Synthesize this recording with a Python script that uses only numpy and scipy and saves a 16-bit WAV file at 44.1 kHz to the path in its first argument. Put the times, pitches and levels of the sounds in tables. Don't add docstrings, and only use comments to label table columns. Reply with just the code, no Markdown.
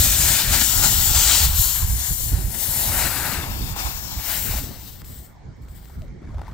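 import sys
import numpy as np
from scipy import signal
from scipy.fft import rfft, irfft, next_fast_len
from scipy.io import wavfile
from scipy.ndimage import uniform_filter1d, map_coordinates

SR = 44100
rng = np.random.default_rng(int(sys.argv[2]) if len(sys.argv) > 2 else 0)


def field_ratio(decibels):
    return 10 ** (np.asarray(decibels, dtype=float) / 20)


def generate_wav(signal):
    frames = np.transpose(np.atleast_2d(signal))
    scaled = np.clip(frames, -1, 1) * 32767
    pcm = np.round(scaled).astype(np.int16)
    wavfile.write(sys.argv[1], SR, pcm)


N = 288052
TIME = np.arange(N) / SR

# (frequency [Hz], level [dB])
NEAR_RIGHT = [(1000, -1.2), (5000, -1.5), (8000, -9), (12000, -16)]


def unit(x):
    return x / np.sqrt(np.mean(x ** 2) + 1e-20)


def along(points, hz):
    f, v = np.transpose(points)
    return np.interp(np.log(hz + 1), np.log(f + 1), v)


def hump(hz, centre_hz, octaves):
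    return np.exp(-(np.log2((hz + 1) / centre_hz) / octaves) ** 2)


def curves(rows):
    s, *cols = np.transpose(rows)
    return [np.interp(TIME, s, c) for c in cols]


def wobble(rate):
    knots = rng.standard_normal(int(N * rate / SR) + 4)
    return map_coordinates(knots, [TIME * rate])


def fade(s):
    return np.clip((TIME - s) / .2 + .5, 0, 1)


def bumps(times, lengths, power):
    distance = np.abs(2 * (TIME - times[:, None]) / lengths[:, None])
    return np.exp(-np.minimum(distance, 3) ** power)


def swells(rows, power):
    s, length, db = np.transpose(rows)
    return db @ bumps(s, length, power)


def add(out, s, piece):
    out[round(s * SR):][:len(piece)] += piece


def filtered(x, response):
    m = next_fast_len(N + 8192)
    return irfft(rfft(x, m) * response(np.fft.rfftfreq(m, 1 / SR)), m)[..., :N]


def rush(spectrum, alike, patchy_db):
    z = signal.stft(rng.standard_normal((2, N)), nperseg=512)[2]
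    field = uniform_filter1d(rng.standard_normal(z.shape[1:]), size=5, axis=0)
    field = uniform_filter1d(field, size=12, axis=1)
    pair = signal.istft(z * field_ratio(patchy_db * unit(field)), nperseg=512)[1][:, :N]
    turn = lambda hz: np.arccos(np.clip(along(alike, hz), -1, 1)) / 2
    mid, side = filtered(pair, lambda hz: field_ratio(along(spectrum, hz)) * [np.cos(turn(hz)), np.sin(turn(hz))])
    return unit(np.array([mid + side, mid - side]))


def panned(x, lead_db):
    left, right = field_ratio(lead_db / 2), field_ratio(-lead_db / 2)
    y = x * np.array([left, right]) / np.sqrt(left ** 2 + right ** 2)
    return y / np.sqrt(np.mean(y.mean(0) ** 2))


def jet():
    # (time [s], air flow [dB], slack of the rubber [dB], left lead of the treble [dB])
    gap = [(0, -20.5, -15.5, 6.5), (.6, -23, -9, 11), (.74, -22.5, -16, 11), (1.06, -19, -15.5, 8.5),
           (1.42, -21, -14.5, 9), (1.62, -16.5, -23, 8.5), (1.85, -28, -16.5, 14), (2.25, -25.5, -22.5, 20),
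           (2.45, -34.5, -14.5, 23.5), (2.8, -24.5, -14, 8.5), (3.25, -32, 1.5, 24), (3.48, -34, -4, 23.5),
           (4.15, -33.5, -11, 20.5), (4.32, -25.5, -14, 14), (4.55, -31, -10.5, 14),
           (4.72, -38.5, -8, 15.5), (5.26, -48.5, -19.5, 10.5), (5.44, -95, -9, 19.5)]
    # (time [s],
    # length [s], depth [dB])
    pinches = [(.41, .06, 2), (.47, 0.095, 6), (.665, .04, 1), (.71, 0.12, 0), (1.114, 0.078, 4.5),
               (1.46, 0.038, 1), (1.515, 0.095, 8.5), (1.91, .06, -1), (2.36, 0.14, 5.5), (2.5, 0.065, 1.5),
               (2.63, 0.1, -3.5), (2.93, 0.084, 3), (3.17, 0.071, -0.5), (3.5, 0.25, 2.5),
               (3.745, 0.032, 11), (4.04, 0.04, -2.5), (4.19, 0.098, 1.5), (4.76, 0.14, 5), (5.0, .07, 5.5),
               (5.033, 0.023, 17), (5.11, .12, -1.5)]
    # (time [s], length [s],
    # gain [dB])
    spurts = [(.22, .1, 3), (.35, 0.14, 3), (.544, 0.034, 6.5), (.617, 0.013, 7), (.852, 0.054, 10),
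              (1.165, 0.068, 4), (1.3, 0.29, 6.5), (1.84, 0.1, 4), (2.04, 0.12, 5), (2.38, 0.14, 6.5),
              (2.547, 0.013, 7.5), (3.0, 0.29, 4.5), (3.033, 0.063, 6), (3.4, 0.14, 4), (3.6, 0.046, -1.5),
              (3.68, 0.045, 2), (3.79, 0.038, 2), (3.86, 0.21, 8.5), (4.02, .05, -0.5), (4.12, .04, 1.5),
              (4.43, .15, -0.5), (4.54, .1, 2.5), (4.65, 0.094, -3.5)]
    # (level over the flow [dB], share of slack, share of a pinch, share of a spurt,
    # extra while fingers cup the hole [dB])
    zones = [
        (0.5, 0.022, 0.75, 0.14, -0.5),
        (-4.5, 0.077, 0.82, 0.38, 4.5),
        (-3.5, 0.43, 0.56, 0.52, 3),
        (0, 1, 0.13, 0.83, -0.5),
    ]
    # (frequency [Hz], level per Hz [dB])
    fizz = [(5600, -33), (9500, -6), (10900, -3), (11800, 2), (12800, 5), (13700, -1.5), (14800, 6),
            (15700, 2), (17000, -2.5)]
    whistle = [(3060, -29), (5200, -19), (5530, -6), (5970, -5), (7420, 2), (9730, -5.5), (10500, -9.5),
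               (13600, -35), (22000, -120)]
    body = [(1410, -25), (2400, -7.5), (4050, -0.5), (5040, -2.5), (5530, -3), (5800, -8), (7540, -19),
            (12800, -120)]
    rasp = [(260, -6.5), (450, -10), (572, -3), (931, 1.5), (1110, -3), (1420, 0.5), (1810, -1), (2700, -2),
            (3700, -21), (5940, -120)]
    # (frequency [Hz], left-right likeness)
    alike = [(500, .9), (900, .94), (2000, .86), (4000, .72), (7000, .55), (15000, .55)]
    # (frequency [Hz], level [dB])
    side_on = [(1500, -4), (3000, -1), (5500, -0.5), (6500, -6.5), (7800, -1), (10000, 1), (12500, -1),
               (13800, -1), (15000, 2), (15800, -4)]

    flow_db, slack_db, lead_db = curves(gap)
    flow = field_ratio(flow_db) + field_ratio(1.3 * wobble(35)) * leaks()
    cupped = 1 - fade(1.47)
    pinch_db, spurt_db = swells(pinches, power=3.1), swells(spurts, power=2.34)
    sputter = 0.75 * wobble(9) + 0.82 * wobble(45)
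    textures = [(fizz, 1.05, .7), (whistle, .8, .8), (body, .6, .9), (rasp, .15, 1.1)]
    air = 0
    for (db, slack, pinch, spurt, cup_db), (shape, shade, shake_db) in zip(zones, textures):
        opening_db = slack * slack_db - pinch * pinch_db + spurt * spurt_db
        gain = flow * field_ratio(db + opening_db + cup_db * cupped)
        shake = field_ratio(shake_db * sputter + 0.62 * wobble(14))
        air = air + gain * shake * panned(rush(shape, alike, patchy_db=1.4), shade * lead_db)
    air = hands(air)
    turned = fade(4.62)
    return (1 - turned) * air + turned * filtered(air, lambda hz: field_ratio(along(side_on, hz)))


def hands(x):
    # (from [s], left port ahead [rad], cupped-hand resonance [Hz], its level [dB],
    # hollow near 10 kHz [dB])
    postures = [(0, 1.45, 2030, 3, -0.5), (0.651, 1.87, 1480, 2.5, -4), (1.1, 1.15, 3050, 1.5, -5),
                (1.55, 1.06, 2070, -1, -2.5), (1.85, 2.2, 2090, -1.6, -0.5), (2.3, 1.6, 640, 6.5, 4),
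                (2.98, 0.91, 1310, 2.5, 4), (3.42, 4.3, 790, 0.5, -4), (3.97, 3.6, 876, 5.5, -8.5),
                (4.22, 0.67, 2110, 4.5, -1.5), (4.6, 0.2, 700, 2.5, -6.5), (5.0, .4, 700, -3, -6)]
    notch_db = [-2.5, -6.5, -3, -3, -5, -5, -3, -1, -3, -3.5, -3, -6]
    # (resonance [Hz], its level [dB], near 14 kHz [dB], near
    # 15 kHz [dB], top edge near 16 kHz [dB])
    treble_rows = [(11500, 0, 3, -0.5, 1), (11700, 2.5, 2, 2, 2.5), (7600, 1.5, -2, 0.8, .3),
                   (7000, 2, -4, -3.5, -4), (7900, 0.5, 1, -2, -11), (5960, 1, 3, -0.5, -3),
                   (7600, 1.5, 1.5, 2, -2.5), (5100, 2, 4, -1, -6), (5400, 5, 6, -3, 1), (5500, 2, 4, 2, 4),
                   (6160, 5.5, 4, -1, 4), (8000, 4.5, 3, -1.5, -1.5)]
    # (band centre [Hz], its level [dB], near 12.5
    # kHz [dB], near 6.5 kHz [dB], near 2 kHz [dB])
    right_rows = [(8000, -1.5, 2, -0.5, .3), (9500, -5.5, -2.5, -4.5, -0.3), (9000, 1, 1.5, -1.8, -2.3),
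                  (8250, -6, -1.5, -6, -1), (15200, -5, 1, 6, 6), (11000, -3, 2, 3, 2.5),
                  (11040, -2, 8, 2.5, -5), (11000, -7, 5, -3, -8), (11000, -3, 5, .3, -4),
                  (8600, 5, 3, -5, -0.5), (8000, 2.5, 4, -4, -4), (10000, -5.5, 0.5, 0, 1)]

    starts, ahead, cup_hz, cup_db, hollow_db = np.transpose(postures)[..., None, None]
    peak_hz, peak_db, fourteen_db, crest_db, edge_db = np.transpose(treble_rows)[..., None, None]
    right_hz, right_db, high_db, middle_db, low_db = np.transpose(right_rows)[..., None, None]
    notch = np.reshape(notch_db, cup_db.shape)
    late = rng.uniform(.00015, .0022, (3, len(postures), 2, 1))
    size = rng.choice([-1, 1], late.shape) * field_ratio(-19 + np.array([[0], [5]]))
    left_first, right = np.array([[1], [-1]]), np.array([[0], [1]])

    def response(hz):
        echoes = 1 + (size * np.exp(-2j * np.pi * hz * late)).sum(0)
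        first = np.exp(.5j * ahead * hz / (hz + 1400) * left_first)
        colour = cup_db * hump(hz, cup_hz, octaves=0.58)
        colour = colour + hollow_db * hump(hz, 10100, octaves=0.35)
        colour = colour + notch * hump(hz, 2520, octaves=0.12)
        fine_colour = peak_db * hump(hz, peak_hz, octaves=.14)
        fine_colour = fine_colour + fourteen_db * hump(hz, 13900, octaves=.05)
        fine_colour = fine_colour + crest_db * hump(hz, 14900, octaves=.05)
        fine_colour = fine_colour + edge_db * hump(hz, 15900, octaves=.04)
        right_colour = right_db * hump(hz, right_hz, octaves=0.21)
        right_colour = right_colour + high_db * hump(hz, 12400, octaves=0.14)
        right_colour = right_colour + middle_db * hump(hz, 6500, octaves=.3)
        right_colour = right_colour + low_db * hump(hz, 2000, octaves=0.457)
        right_colour = right_colour - 3.5 * hump(hz, 3600, octaves=0.119)
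        right_colour = right_colour + 2.5 * hump(hz, 11900, octaves=.05)
        right_colour = right_colour - 2.5 * hump(hz, 15600, octaves=.07)
        return echoes * first * field_ratio(colour + fine_colour + right * right_colour)

    heard = filtered(x, response)
    begun = [np.ones(N)] + [fade(s) for s in starts.ravel()[1:]] + [np.zeros(N)]
    return sum((begun[k] - begun[k + 1]) * y for k, y in enumerate(heard))


def wind():
    # (time [s], buffet level [dB], flutter level [dB], left lead [dB])
    strength = [(0, -22, -33, 0), (.6, -26.5, -35.5, 3.5), (.78, -23, -33, -7), (1.3, -26.5, -42.5, -4),
                (1.75, -26, -45, -6), (2.4, -26, -37.5, -7.5), (2.6, -35.5, -38.5, -6.5),
                (3.4, -35, -37.5, 0.5), (3.95, -34, -45, -11), (4.55, -27.5, -35, -1.5),
                (4.8, -40.5, -45, 0.5), (5.5, -40, -47, -1), (5.9, -43.5, -49.5, -1), (6.1, -34.5, -40, -1),
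                (6.53, -28.5, -44.5, -0.5)]
    # (time [s], length [s], gain [dB])
    gusts = [(.16, 0.14, -5), (.3, 0.057, -2), (.39, 0.12, -8), (.7, 0.15, -10.5), (.8, .07, 1.5),
             (1.11, 0.022, 10.5), (1.33, 0.15, -3.5), (1.45, 0.11, 7.5), (1.6, 0.033, 10),
             (1.72, 0.089, -6), (1.843, 0.062, 9), (2.065, 0.048, -16), (2.115, 0.028, 10),
             (2.17, 0.031, -14), (2.333, 0.033, 18.5), (2.48, 0.054, 9), (2.95, 0.31, 7), (3.45, 0.046, -3),
             (3.55, 0.3, 7.5), (3.71, 0.042, 5), (3.88, 0.02, 11.5), (4.175, 0.08, 6.5), (4.3, 0.28, -8),
             (4.55, .12, 0), (5.15, 0.11, 3.5), (5.33, 0.23, -8), (5.99, 0.049, 12), (6.185, 0.14, -8.5),
             (6.33, 0.11, 0), (6.44, .08, -4.5)]
    # (frequency [Hz], level per Hz [dB])
    slow = [(11, -41.5), (18, -10), (43, 1), (64, 2.5), (82, -1), (180, -18), (230, -44.5), (400, -120)]
    quick = [(65, -41.5), (110, -1.5), (205, -9.5), (439, -20.5), (600, -29), (780, -34.5), (1320, -120)]

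    buffet_db, flutter_db, lead_db = curves(strength)
    gust_db = swells(gusts, power=2.0)
    lumps = field_ratio(1.6 * wobble(22.095))
    eddies = rush(slow, [(40, 0.93), (90, 1.0), (160, 0.362)], patchy_db=1.5)
    buffet = panned(lumps * eddies, lead_db)
    lumps = field_ratio(1.8 * np.array([wobble(30), wobble(30)]))
    flutter = panned(lumps * rush(quick, [(130, 0.42), (300, 0.2)], patchy_db=2.0), .7 * lead_db)
    steady = field_ratio(buffet_db + gust_db) * buffet + field_ratio(flutter_db + 0.6 * gust_db) * flutter
    thumps, lull = hard_gusts()
    return lull * steady + thumps


def hard_gusts():
    # (time [s], peak [dB], pitch [Hz], length [cycles])
    gust_rows = [(0.495, -16, 54.6, 1.1), (0.785, -16, 55, 0.37), (2.333, -13, 65, 0.84),
                 (2.332, -17, 207, 0.62), (3.61, -18.5, 200, 0.57), (2.693, -17.5, 88.5, 0.34),
                 (4.18, -16, 59, 0.66), (4.512, -13, 65, 0.64), (4.572, -15, 55, 0.97),
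                 (6.362, -14, 64, 1.04), (0.279, -24.5, 148, 1.6), (0.619, -17.5, 191, .9),
                 (0.861, -14.5, 160, 0.71), (1.31, -25, 180, 0.67), (4.555, -27, 210, 1.3),
                 (4.621, -31.5, 260, 2.1), (4.656, -33, 230, 2.1), (4.669, -33, 300, 1), (5.18, -28, 60, 1),
                 (6.221, -31, 260, 1.3), (6.291, -32, 300, 1.1), (6.518, -31, 230, 1.3)]
    thumps = np.zeros(N)
    for s, db, hz, cycles in gust_rows:
        swell = np.exp(-((TIME - s) * hz / cycles) ** 2 * 2)
        thumps += field_ratio(db - 3.0) * swell * np.sin(2 * np.pi * hz * (s - TIME) + 1.4)
    s, _, hz, cycles = np.transpose(gust_rows)
    lull = 1 - 0.5 * bumps(s, 1.27 * cycles / hz, power=4.7).max(0)
    return thumps * field_ratio([[-.7], [.6]]), lull


def yard():
    # (frequency [Hz], level per Hz [dB])
    spectrum = [(240, -44.5), (400, -18.5), (800, -12), (1300, -17.5), (2250, -17.5), (2450, -30),
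                (2900, -29), (3300, -25.5), (5000, -28.5), (6500, -28), (8000, -32.5), (9500, -46),
                (15800, -64)]
    # (frequency [Hz], level [dB])
    facing_away = [(1000, 3.2), (4000, 3.5), (7000, -3), (9000, -8.5), (15800, -10)]
    air = rush(spectrum, [(600, 0.18), (3000, .3), (8000, .15)], patchy_db=2.5)
    hum = field_ratio(-59.5 + 0.27 * wobble(2.1)) * panned(air, np.full(N, 1.5))
    hum[1] = filtered(hum[1], lambda hz: field_ratio(along(facing_away, hz)))
    return hum


def gap_clicks():
    # (time [s], peak [dB])
    snaps = [
        (2.552, -25),
        (5.0183, -32),
        (5.0453, -35),
        (5.686, -43),
        (5.8555, -36),
        (6.02, -39),
        (6.082, -46),
    ]
    out, t = np.zeros(N + SR), TIME[:SR // 20]
    for s, db in snaps:
        add(out, s, field_ratio(db - 60 * t / .006) * uniform_filter1d(rng.standard_normal(len(t)), size=3))
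    return out[:N]


def creaks():
    # (time [s], peak [dB], pitch [Hz], time to fall 60 dB [s], snap [dB])
    creak_rows = [(3.762, -27.5, 780, 0.03, -10), (4.485, -27, 1450, .012, -10),
                  (4.499, -31, 600, 0.0078, -12), (4.537, -26.5, 810, 0.02, -9),
                  (4.584, -22, 960, 0.0098, -8), (4.638, -33, 564, 0.021, -15),
                  (4.648, -45, 600, 0.012, -15), (4.661, -36, 660, 0.016, -15),
                  (4.672, -35, 700, 0.014, -15), (4.707, -40, 527, 0.045, -6),
                  (4.717, -38.5, 705, 0.013, 2), (4.758, -42, 568, 0.023, -6),
                  (5.681, -41, 560, 0.022, -18), (5.897, -41.5, 880, 0.024, -9),
                  (6.217, -43, 554, 0.018, -30), (6.273, -41, 1700, 0.011, -20),
                  (6.29, -38, 900, 0.011, -25), (6.304, -43, 940, 0.02, -22),
                  (6.343, -35.5, 676, 0.022, -29), (6.381, -35, 815, 0.023, -28),
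                  (6.391, -35, 800, 0.03, -31), (6.397, -38, 1000, 0.014, -24),
                  (6.415, -27.5, 725, 0.019, -35), (6.435, -41.5, 1400, 0.013, -21),
                  (6.452, -42, 1100, .012, -18), (6.469, -35, 1900, .01, -18), (6.475, -42, 1500, .01, -16),
                  (6.48, -29.5, 910, 0.019, -20), (6.489, -36, 804, 0.016, -22),
                  (6.497, -41, 1100, .015, -16), (6.503, -42, 900, .012, -16),
                  (6.519, -45, 977, 0.018, -14)]
    # (from [s], to [s], rate [grains/s], level [dB])
    scrapes = [
        (4.478, 4.787, 130, -52),
        (5.86, 5.95, 130, -51),
        (6.22, 6.331, 600, -50),
        (6.332, 6.529, 1000, -48),
    ]
    out, t = np.zeros(N + SR), TIME[:SR // 20]
    slips = list(creak_rows)
    for start, end, rate, db in scrapes:
        for a, b, c in rng.random((int((end - start) * rate), 3)):
            pitch_hz = 620 * 3.5 ** (c * c)
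            slips.append((start + a * (end - start), db + 12 * (b - .5), pitch_hz, .012, -24))
    for s, db, hz, t60, snap_db in slips:
        drift = np.cumsum(rng.standard_normal(len(t))) * 0.14
        phase = 2 * np.pi * hz * t + drift
        ring = sum(field_ratio(level) * np.sin(k * phase) for k, level in [(1, 9), (1.45, -20), (2.4, -8)])
        ring = ring * field_ratio(-60 * t / t60) * (1 - np.exp(-t / 0.0009)) ** 2
        snap = uniform_filter1d(np.diff(rng.standard_normal(len(t) + 1)), size=3)
        snap = snap * field_ratio(snap_db + 9 - 60 * t / .01)
        add(out, s, field_ratio(db - 5.0) * (ring + snap))
    return out[:N]


def engine_ticks():
    out, t = np.zeros(N + SR), TIME[:SR // 20]
    ping = np.sin(2 * np.pi * 5500 * t) + .22 * np.sin(2 * np.pi * 6300 * t)
    ping = ping * field_ratio(-60 * t / .03) * (1 - np.exp(-t / .0015))
    times = np.arange(4.6725, N / SR, 1 / 16.0)
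    for s, (size, late) in zip(times, rng.standard_normal((len(times), 2))):
        add(out, s + .0006 * late, field_ratio(-59 - 6 * (s - 5.4) + 2 * size) * ping)
    return out[:N] * field_ratio([[1.5], [-7]])


def leaks():
    # (start [s], hold [s], flow [dB])
    leak_rows = [
        (5.55, .05, -78.5),
        (5.61, 0.019, -60),
        (5.676, 0.057, -58.5),
        (5.74, 0.12, -55.5),
        (5.87, 0.089, -60),
        (5.98, .07, -67),
        (6.29, .03, -80),
        (6.36, .02, -79),
        (6.4, .04, -75),
        (6.462, 0.076, -67),
    ]
    flow = np.zeros(N)
    for s, hold, db in leak_rows:
        rise = np.clip((TIME - s) / .015, 0, 1)
        flow += rise * field_ratio(db - 307 * np.maximum(TIME - s - hold, 0))
    return flow


def scuff():
    # (time [s], length [s], from pitch [Hz], to pitch [Hz], level [dB])
    slip = (6.014, .065, 667, 460, -47.5)
    out = np.zeros(N + SR)
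    s, length, from_hz, to_hz, db = slip
    u = np.arange(int(length * SR)) / (length * SR)
    turns = np.cumsum(from_hz + (to_hz - from_hz) * u) / SR
    turns = turns + np.cumsum(rng.standard_normal(len(u))) * 0.011
    add(out, s, field_ratio(db) * np.sin(np.pi * np.sqrt(u)) * np.sin(2 * np.pi * turns))
    return out[:N]


def sleeve():
    # (frequency [Hz], level per Hz [dB])
    spectrum = [(1500, -30), (3000, -2), (5000, 0.7), (7500, -3.5), (11000, -17.5), (15800, -26)]
    # (time [s], level [dB])
    moves = [(6.2, -93.5), (6.27, -67), (6.33, -64), (6.36, -70), (6.4, -65), (6.44, -66), (6.49, -57),
             (6.53, -60)]
    level_db, = curves(moves)
    cloth = field_ratio(level_db + 4 * wobble(150)) * rush(spectrum, [(3000, .5)], patchy_db=3.5)
    return np.array([cloth[0], filtered(cloth[1], lambda hz: field_ratio(along(NEAR_RIGHT, hz) - 6.0))])


def at_ports(x):
    return np.array([field_ratio(3.7) * x, filtered(x, lambda hz: field_ratio(along(NEAR_RIGHT, hz)))])


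def scene():
    tool = at_ports(gap_clicks() + creaks() + scuff())
    return jet() + wind() + yard() + tool + engine_ticks() + sleeve()


def band_limit(x):
    return signal.sosfilt(signal.butter(12, 17110, fs=SR, output="sos"), x)


def record(dry):
    rounded = dry / (1 + np.abs(dry / .95) ** 6) ** (1 / 6)
    edge = lambda hz: np.sin(np.pi / 2 * np.clip((15880 - hz) / 160, 0, 1)) ** 2
    return band_limit(filtered(rounded, edge))


dry = scene()
out = record(dry)
generate_wav(out)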